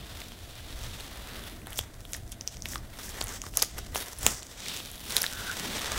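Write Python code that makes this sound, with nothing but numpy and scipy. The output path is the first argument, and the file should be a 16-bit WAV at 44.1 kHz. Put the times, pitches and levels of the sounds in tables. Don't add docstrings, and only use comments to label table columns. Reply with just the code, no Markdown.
import sys
import numpy as np
from scipy import signal
from scipy.fft import rfft, irfft, next_fast_len
from scipy.io import wavfile
from scipy.ndimage import map_coordinates

SR = 44100
rng = np.random.default_rng(int(sys.argv[2]) if len(sys.argv) > 2 else 0)


def generate_wav(signal):
    frames = np.transpose(np.atleast_2d(signal))
    scaled = np.clip(frames, -1, 1) * 32767
    pcm = np.round(scaled).astype(np.int16)
    wavfile.write(sys.argv[1], SR, pcm)


def volts_from_db(level):
    exponent = np.asarray(level, float) / 20
    return 10 ** exponent


N = 263718


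def unit(x):
    return x / np.sqrt(np.mean(x ** 2) + 1e-20)


def noise():
    return rng.standard_normal(N)


def along(points, hz):
    point_hz, values = np.transpose(points)
    return np.interp(np.log(hz + 1), np.log(point_hz + 1), values)


def curves(rows):
    knots_s, *columns = np.transpose(rows)
    t_s = np.arange(N) / SR
    return [np.interp(t_s, knots_s, column) for column in columns]


def wobble(rate_hz):
    knots = rng.standard_normal(int(N * 400 / SR) + 4)
    return map_coordinates(knots, [np.arange(N) * rate_hz / SR])


def filtered(x, response):
    size = next_fast_len(N + SR // 2)
    hz = np.fft.rfftfreq(size, 1 / SR)
    return irfft(rfft(x, size) * response(hz), size)[..., :N]


def coloured(x, spectrum):
    return unit(filtered(x, lambda hz: volts_from_db(along(spectrum, hz))))


def peak(hz, centre_hz, width_hz):
    damping = 1j * hz * width_hz
    return damping / (centre_hz ** 2 - hz ** 2 + damping)


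def hiss():
    # frequency in Hz, density in dB per Hz.
    hiss_spectrum = [(20, -17), (300, -6.5), (700, 9.5), (1200, -31), (3000, -21), (8000, -9), (16000, -25),
                     (20000, -30)]
    return volts_from_db(-59) * coloured(noise(), hiss_spectrum)


def room(x):
    # frequency in Hz, decay time t60 in seconds.
    decay_times = [(200, 0.34), (1500, .25), (6000, 0.27), (14000, 0.2)]
    hz, t_s, cells = signal.stft(rng.standard_normal(SR // 2), SR, nperseg=256)
    decay = volts_from_db(-60 * t_s / along(decay_times, hz)[:, None])
    tail = signal.istft(cells * decay, SR, nperseg=256)[1]
    delayed = np.pad(x, (90, 0))
    return signal.fftconvolve(delayed, tail / np.linalg.norm(tail))[:N]


def flutter(x):
    # delay in seconds, level in dB.
    echoes = [
        (.0096, -26),
        (0.02, -32),
        (.0289, -39),
    ]

    def bounces(hz):
        echo_sum = sum(volts_from_db(db) * np.exp(-2j * np.pi * hz * delay_s) for delay_s, db in echoes)
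        return echo_sum * peak(hz, 8500, 7000)

    return filtered(x, bounces)


def desk():
    # time in seconds, rumble level in dB, thud level in dB.
    desk_levels = [(0.0, -42, -46.5), (0.077, -45.5, -53.5), (0.375, -48.5, -55.5), (0.585, -45, -58.5),
                   (0.705, -46, -53.5), (0.749, -36.5, -53), (1.205, -49, -53.5), (1.377, -44.5, -49.5),
                   (1.68, -50.5, -52), (1.816, -37.5, -58), (1.86, -48, -52), (1.979, -43, -57),
                   (2.113, -49, -55.5), (2.176, -42.5, -53), (2.453, -50.5, -55), (2.793, -41, -51),
                   (3.003, -48, -53.5), (3.244, -43.5, -49), (3.375, -45, -54.5), (3.66, -48.5, -51.5),
                   (3.729, -46.5, -56.5), (3.934, -39, -52), (3.981, -48, -50.5), (4.153, -49, -57),
                   (4.207, -44, -53), (4.287, -38, -42.5), (4.402, -52, -58), (4.759, -49.5, -52.5),
                   (4.987, -50, -55), (5.144, -44, -49), (5.24, -49.5, -50.5), (5.471, -48.5, -51.5),
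                   (5.571, -47, -49), (5.692, -44, -38.5), (5.843, -45, -50), (5.979, -38, -45)]
    # frequency in Hz, density in dB per Hz.
    rumble_spectrum = [(12, -8), (25, -1.5), (50, 1.5), (100, -2.5), (130, -7.5), (200, -58)]
    thud_spectrum = [(80, -25), (125, -1.5), (200, 0.5), (320, -3), (420, -10.5), (700, -30)]
    rumble_db, thud_db = curves(desk_levels)
    rumble = unit(volts_from_db(1.7 * wobble(12)) * coloured(noise(), rumble_spectrum))
    thuds = unit(volts_from_db(1.7 * wobble(14)) * coloured(noise(), thud_spectrum))
    return volts_from_db(rumble_db) * rumble + volts_from_db(thud_db) * thuds


def taut():
    # time in seconds, level in dB.
    taut_levels = [
        (5.1, -75),
        (5.16, -42),
        (5.27, -62),
        (5.34, -45.5),
        (5.45, -40.5),
        (5.53, -42.5),
        (5.6, -72),
    ]
    hum = filtered(noise(), lambda hz: peak(hz, 1472, 290) ** 2)
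    level_db = curves(taut_levels)[0] + 2.7 * wobble(40)
    return volts_from_db(level_db) * unit(hum)


def snaps():
    # time in seconds, peak in dB, pitch in Hz,
    # then page knock, flap knock and bright crack in dB against the peak.
    snap_events = [(0.2173, -25, 3680, -20, -5, -21), (0.2841, -31, 5400, -34, -23, -11),
                   (0.3201, -33, 3140, -9, -12, -16), (0.5963, -41.5, 1600, -20, -9, -21),
                   (0.7265, -30, 3800, -12, -13, -17), (0.8962, -33.5, 3500, -10, -17, -24),
                   (1.0004, -29, 2900, -7, -13, -12), (1.0068, -26, 4300, -26, -18, -13),
                   (1.4385, -29.5, 3400, -24, -14, -13), (1.6176, -38.5, 2500, -21, -16, -10),
                   (1.661, -34, 3200, -31, -15, -12), (1.6703, -34, 1500, 5.5, 6, -1),
                   (1.7053, -25, 9700, -24, -16, -14), (1.7212, -33, 2000, -32, -13, -14),
                   (1.7249, -30, 3100, -22, -20, -13), (1.7309, -26.5, 3100, -31, -14, -8),
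                   (1.759, -28, 5600, -27, -21, -12), (1.775, -19, 6800, -33, -14, -13),
                   (1.7818, -24, 10200, -29, -30, -6), (1.7881, -23, 10000, -34, -20, -1),
                   (1.7906, -11, 3330, -16, -36, -10), (2.052, -28, 3280, -8, -13, -19),
                   (2.1227, -29, 12600, -35, -27, -14), (2.1334, -12.5, 6700, -40, -18, -16),
                   (2.1362, -33, 7100, -23, -23, -16), (2.1427, -18, 6100, -36, -24, -19),
                   (2.1471, -26, 1830, -24, -1, -18), (2.166, -18.5, 11500, -39, -25, -15),
                   (2.2779, -35, 6130, -20, -29, -16), (2.3193, -22, 10200, -40, -11, -18),
                   (2.3238, -28, 6400, -18, -8, -17), (2.326, -31, 3350, -28, -15, -21),
                   (2.4104, -15, 5900, -28, -12.5, -33), (2.476, -7.5, 5770, -37, -31, -37),
                   (2.5696, -26, 6000, -17, -6, -25), (2.6054, -36, 5100, -14, -20, -20),
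                   (2.622, -16, 6100, -22.5, -27, -30), (2.6567, -24, 2040, -17, 5, -8.5),
                   (2.6594, -33, 2200, -12, -11, -11), (2.687, -24, 5900, -30, -31, -13),
                   (2.7345, -27, 1880, -17, -5, -19), (2.7573, -23, 1190, -15, 4, -31),
                   (2.78, -27, 5300, -23, -18, -25), (2.9883, -28, 5470, -12, -17, -18),
                   (2.9962, -36, 1210, -10, -10, -27), (3.0333, -25, 5300, -30, -19, -18),
                   (3.0826, -33, 1810, -23, -18, -21), (3.0923, -20.5, 7100, -26, -20, -20),
                   (3.1091, -30, 7000, -29, -24, -12), (3.1853, -31, 1800, -25, -22, -19),
                   (3.2101, -11.5, 7400, -24, -25, -18), (3.2132, -12, 4480, -12, -6, -29),
                   (3.2246, -18, 6600, -27, -20, -14), (3.241, -16, 10100, -31, -26, -17),
                   (3.2612, -26, 10400, -19, -24, -15), (3.2706, -22, 6900, -25, -8, -17),
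                   (3.2825, -23, 6500, -31, -23, -15), (3.2913, -19.5, 6760, -36, -23, -18),
                   (3.4176, -13.5, 6600, -35, -15, -33), (3.4386, -30.5, 1170, -7, -16, -12),
                   (3.466, -26, 5300, -4, -9, -17), (3.5321, -34, 5300, -29, -19, -27),
                   (3.5382, -31.5, 2800, -7, -9, -34), (3.5558, -30, 9900, -26, -26, -10),
                   (3.572, -2, 6440, -23.5, -10, -12), (3.5744, -16.5, 5600, -10.5, -16, -15),
                   (3.5925, -16, 5100, -32, -19, -22), (3.5953, -20, 6600, -35, -19, -24),
                   (3.5976, -21, 4900, -34, -10, -18), (3.601, -22, 5600, -26, -24, -26),
                   (3.6212, -2.5, 4970, -23, -28, -21), (3.6248, 1, 6700, -46, -13.5, -12.5),
                   (3.6265, -20, 5400, -11, -16, -23), (3.7822, -28, 2800, -23, -14, -7),
                   (3.786, -25, 7900, -9, -10, -14), (3.789, -20.5, 5330, -15, -23, -15.5),
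                   (3.9481, -20.5, 3800, -11.5, -10, -8), (3.9503, -23, 3680, -13, -4, -17),
                   (3.958, -19.5, 2970, -1, -22, -9), (3.9658, -16, 6200, -32, -20, -16),
                   (4.1316, -24, 5900, -14, -17, -17), (4.187, -24, 10200, -27, -22, -13),
                   (4.191, -21, 9800, -33, -26, -18), (4.2095, -26, 8000, -33, -14, -12),
                   (4.2308, -13, 7800, -21, -13, -22), (4.2653, 7.5, 7200, -20, -12, -18),
                   (4.4243, -31, 4100, -11, -15, -21), (4.4304, -21.5, 7050, -28, -14, -24),
                   (4.468, -31, 6100, -28, -18, -19), (4.5766, -32, 6400, -20, -19, -24),
                   (4.6633, -26, 2300, -17, -9, -29), (4.6965, -21, 3600, -28, -15, -23),
                   (4.8025, -24, 3760, -11, -3, -22), (4.9154, -22, 10100, -34, -20, -12),
                   (4.9564, -28, 8800, -18, -21, -12), (4.9796, -32, 3700, -36, -17, -11),
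                   (5.1067, -19, 4100, -30, -19, -12), (5.1668, -2.5, 3970, -45, -21, -12.5),
                   (5.216, -15, 10300, -25, -21, -15), (5.2186, -8, 5340, -29, -16, -13),
                   (5.2308, -8, 9500, -43, -20, -21), (5.241, -15, 1700, -7.5, 1, -22),
                   (5.2647, -11.5, 3900, -39, -21, -21), (5.3137, -25, 8000, -32, -30, -14),
                   (5.7933, -19, 3570, -28, -18, -16)]
    t_s = np.arange(SR // 50) / SR
    ticks = np.zeros(N + len(t_s))
    blows = np.zeros((3, N + len(t_s)))
    for start_s, peak_db, pitch_hz, *rel_db in snap_events:
        grit = rng.standard_normal(len(t_s))
        start = round(start_s * SR)
        at = slice(start, start + len(t_s))
        fade = volts_from_db(-60 * t_s * pitch_hz / 16)
        fade = fade * (1 - np.exp(-t_s / 0.0001))
        ticks[at] += volts_from_db(peak_db + 0.5) * fade * (np.sin(2 * np.pi * pitch_hz * t_s) + 0.12 * grit)
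        blow = volts_from_db(-60 * t_s / 0.003) * grit
        blows[:, at] += volts_from_db(peak_db + np.array(rel_db))[:, None] * blow
    page = volts_from_db(17.5) * filtered(blows[0], lambda hz: peak(hz, 615, 1590) ** 2)
    flap = volts_from_db(9.5) * filtered(blows[1], lambda hz: peak(hz, 2830, 3260) ** 2)
    edge = volts_from_db(11.5) * filtered(blows[2], lambda hz: peak(hz, 9840, 9300) ** 2)
    return ticks[:N] + page + flap + edge


def peel():
    # time in seconds, page, flap, strip and fizz levels in dB.
    peel_levels = [(0.0, -54, -51, -60, -61), (0.222, -52, -50, -54, -55),
                   (0.356, -58, -54.5, -60.5, -60.5), (0.954, -49.5, -48, -51, -54),
                   (1.086, -51.5, -51, -55.5, -56.5), (1.344, -47.5, -48.5, -56, -54.5),
                   (1.508, -50.5, -50.5, -56, -53.5), (1.645, -57.5, -63, -68, -66),
                   (1.674, -48, -59, -57, -61), (1.748, -53, -55, -56, -53), (1.785, -53, -49, -34.5, -46),
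                   (1.816, -53, -60, -52, -63), (1.901, -58, -64, -69, -67), (2.077, -62, -64, -60, -62),
                   (2.126, -57, -58, -56, -51), (2.144, -49, -52, -40, -52), (2.192, -59, -60, -63, -61),
                   (2.234, -62.5, -64, -67, -67), (2.309, -60, -64, -64, -61), (2.324, -56, -53, -44, -57),
                   (2.355, -60, -63, -72, -65), (2.46, -60, -66, -68, -66), (2.481, -54, -50, -48, -57),
                   (2.503, -63, -62, -62, -66), (2.538, -58, -53, -51.5, -58),
                   (2.604, -61.5, -68, -64, -69), (2.722, -51.5, -51, -41, -44.5),
                   (2.804, -57.5, -61, -62, -65), (2.89, -58.5, -62.5, -68, -65),
                   (3.022, -51, -50, -51, -51), (3.041, -52, -53, -46, -47), (3.094, -50.5, -51, -47, -49),
                   (3.122, -49, -49, -53, -53), (3.217, -42, -49, -45, -49), (3.257, -46.5, -53, -54, -56),
                   (3.354, -44.5, -48, -41, -47.5), (3.395, -59, -60, -55, -62),
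                   (3.464, -51, -55, -47.5, -54), (3.514, -65, -66, -60, -60), (3.561, -53, -53, -47, -50),
                   (3.577, -40, -51, -38, -45), (3.609, -51, -47, -42, -52), (3.627, -34, -45, -37, -41),
                   (3.649, -55, -51, -49, -56), (3.734, -55, -56, -52.5, -63), (3.764, -50, -55, -54, -58),
                   (3.785, -41, -52, -44, -51), (3.808, -56, -51, -54, -60), (3.916, -57, -62, -59, -64),
                   (3.94, -51, -56, -58, -57), (3.957, -42, -46.5, -38.5, -40),
                   (4.016, -42, -41, -44.5, -40.5), (4.06, -49.5, -51, -52, -51),
                   (4.126, -49, -52, -46.5, -50), (4.158, -58, -55.5, -56, -58),
                   (4.271, -37, -43, -34, -38.5), (4.377, -53, -57.5, -45.5, -56),
                   (4.482, -58, -59.5, -54.5, -62), (4.516, -53, -52, -49.5, -56),
                   (4.571, -54, -52.5, -52, -60), (4.692, -47.5, -40.5, -43.5, -48.5),
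                   (4.994, -55, -52, -57, -52), (5.17, -39.5, -37.5, -36, -40),
                   (5.296, -48, -45, -47.5, -47.5), (5.936, -37, -38.5, -40.5, -47.5),
                   (5.979, -35, -39, -38, -45)]
    # frequency in Hz, density in dB per Hz.
    page_spectrum = [(250, -12), (420, 1.5), (800, -1), (1450, -0.5), (2000, 0.5), (2500, -9), (4000, -34)]
    flap_spectrum = [(1500, -50), (2300, -6.5), (2900, -3), (3600, 0), (4200, -4.5), (4800, -7),
                     (7000, -27)]
    strip_spectrum = [(3200, -54), (4500, -5.5), (5600, 2.5), (6700, 0), (8200, -1), (9200, -7.5),
                      (12000, -48)]
    fizz_spectrum = [(6500, -53), (8800, -5), (10300, -1), (12000, -3), (14500, -4), (16500, -4.5),
                     (19000, -17)]
    spectra = (page_spectrum, flap_spectrum, strip_spectrum, fizz_spectrum)
    graininess = (0.28, 0.31, 0.67, 0.38)

    sizes = volts_from_db(5.75 * rng.exponential(size=N)) * noise()
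    happens = rng.random(N) < 0.04
    breaks = unit(np.clip(sizes, -40, 40) * happens)
    clumps_db = 1.34 * wobble(40) + 1.44 * wobble(150)
    out = np.zeros(N)
    for level_db, spectrum, grainy in zip(curves(peel_levels), spectra, graininess):
        rub = noise()
        drive = volts_from_db(clumps_db + 0.33 * wobble(25)) * (grainy * breaks + rub)
        out += volts_from_db(level_db) * coloured(drive, spectrum)
    return out


def scene():
    hits = snaps()
    echoed = hits + flutter(hits) + volts_from_db(-15) * room(hits)
    mono = hiss() + desk() + taut() + echoed + peel()
    return np.array([mono, mono])


def roll_off(x):
    return signal.sosfilt(signal.butter(12, 16460, fs=SR, output="sos"), x)


def record(dry):
    x = filtered(dry, lambda hz: np.where(hz < 15800, 1, volts_from_db(-30)))
    side_tilt = [(200, 0), (3000, -3), (12000, -1.5)]  # Hz, dB
    side = volts_from_db(-27) * filtered(x[0] * noise(), lambda hz: volts_from_db(along(side_tilt, hz)))
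    mix = np.clip(x + [side, -side], -1, 1)
    return roll_off(mix)


dry = scene()
out = record(dry)
generate_wav(out)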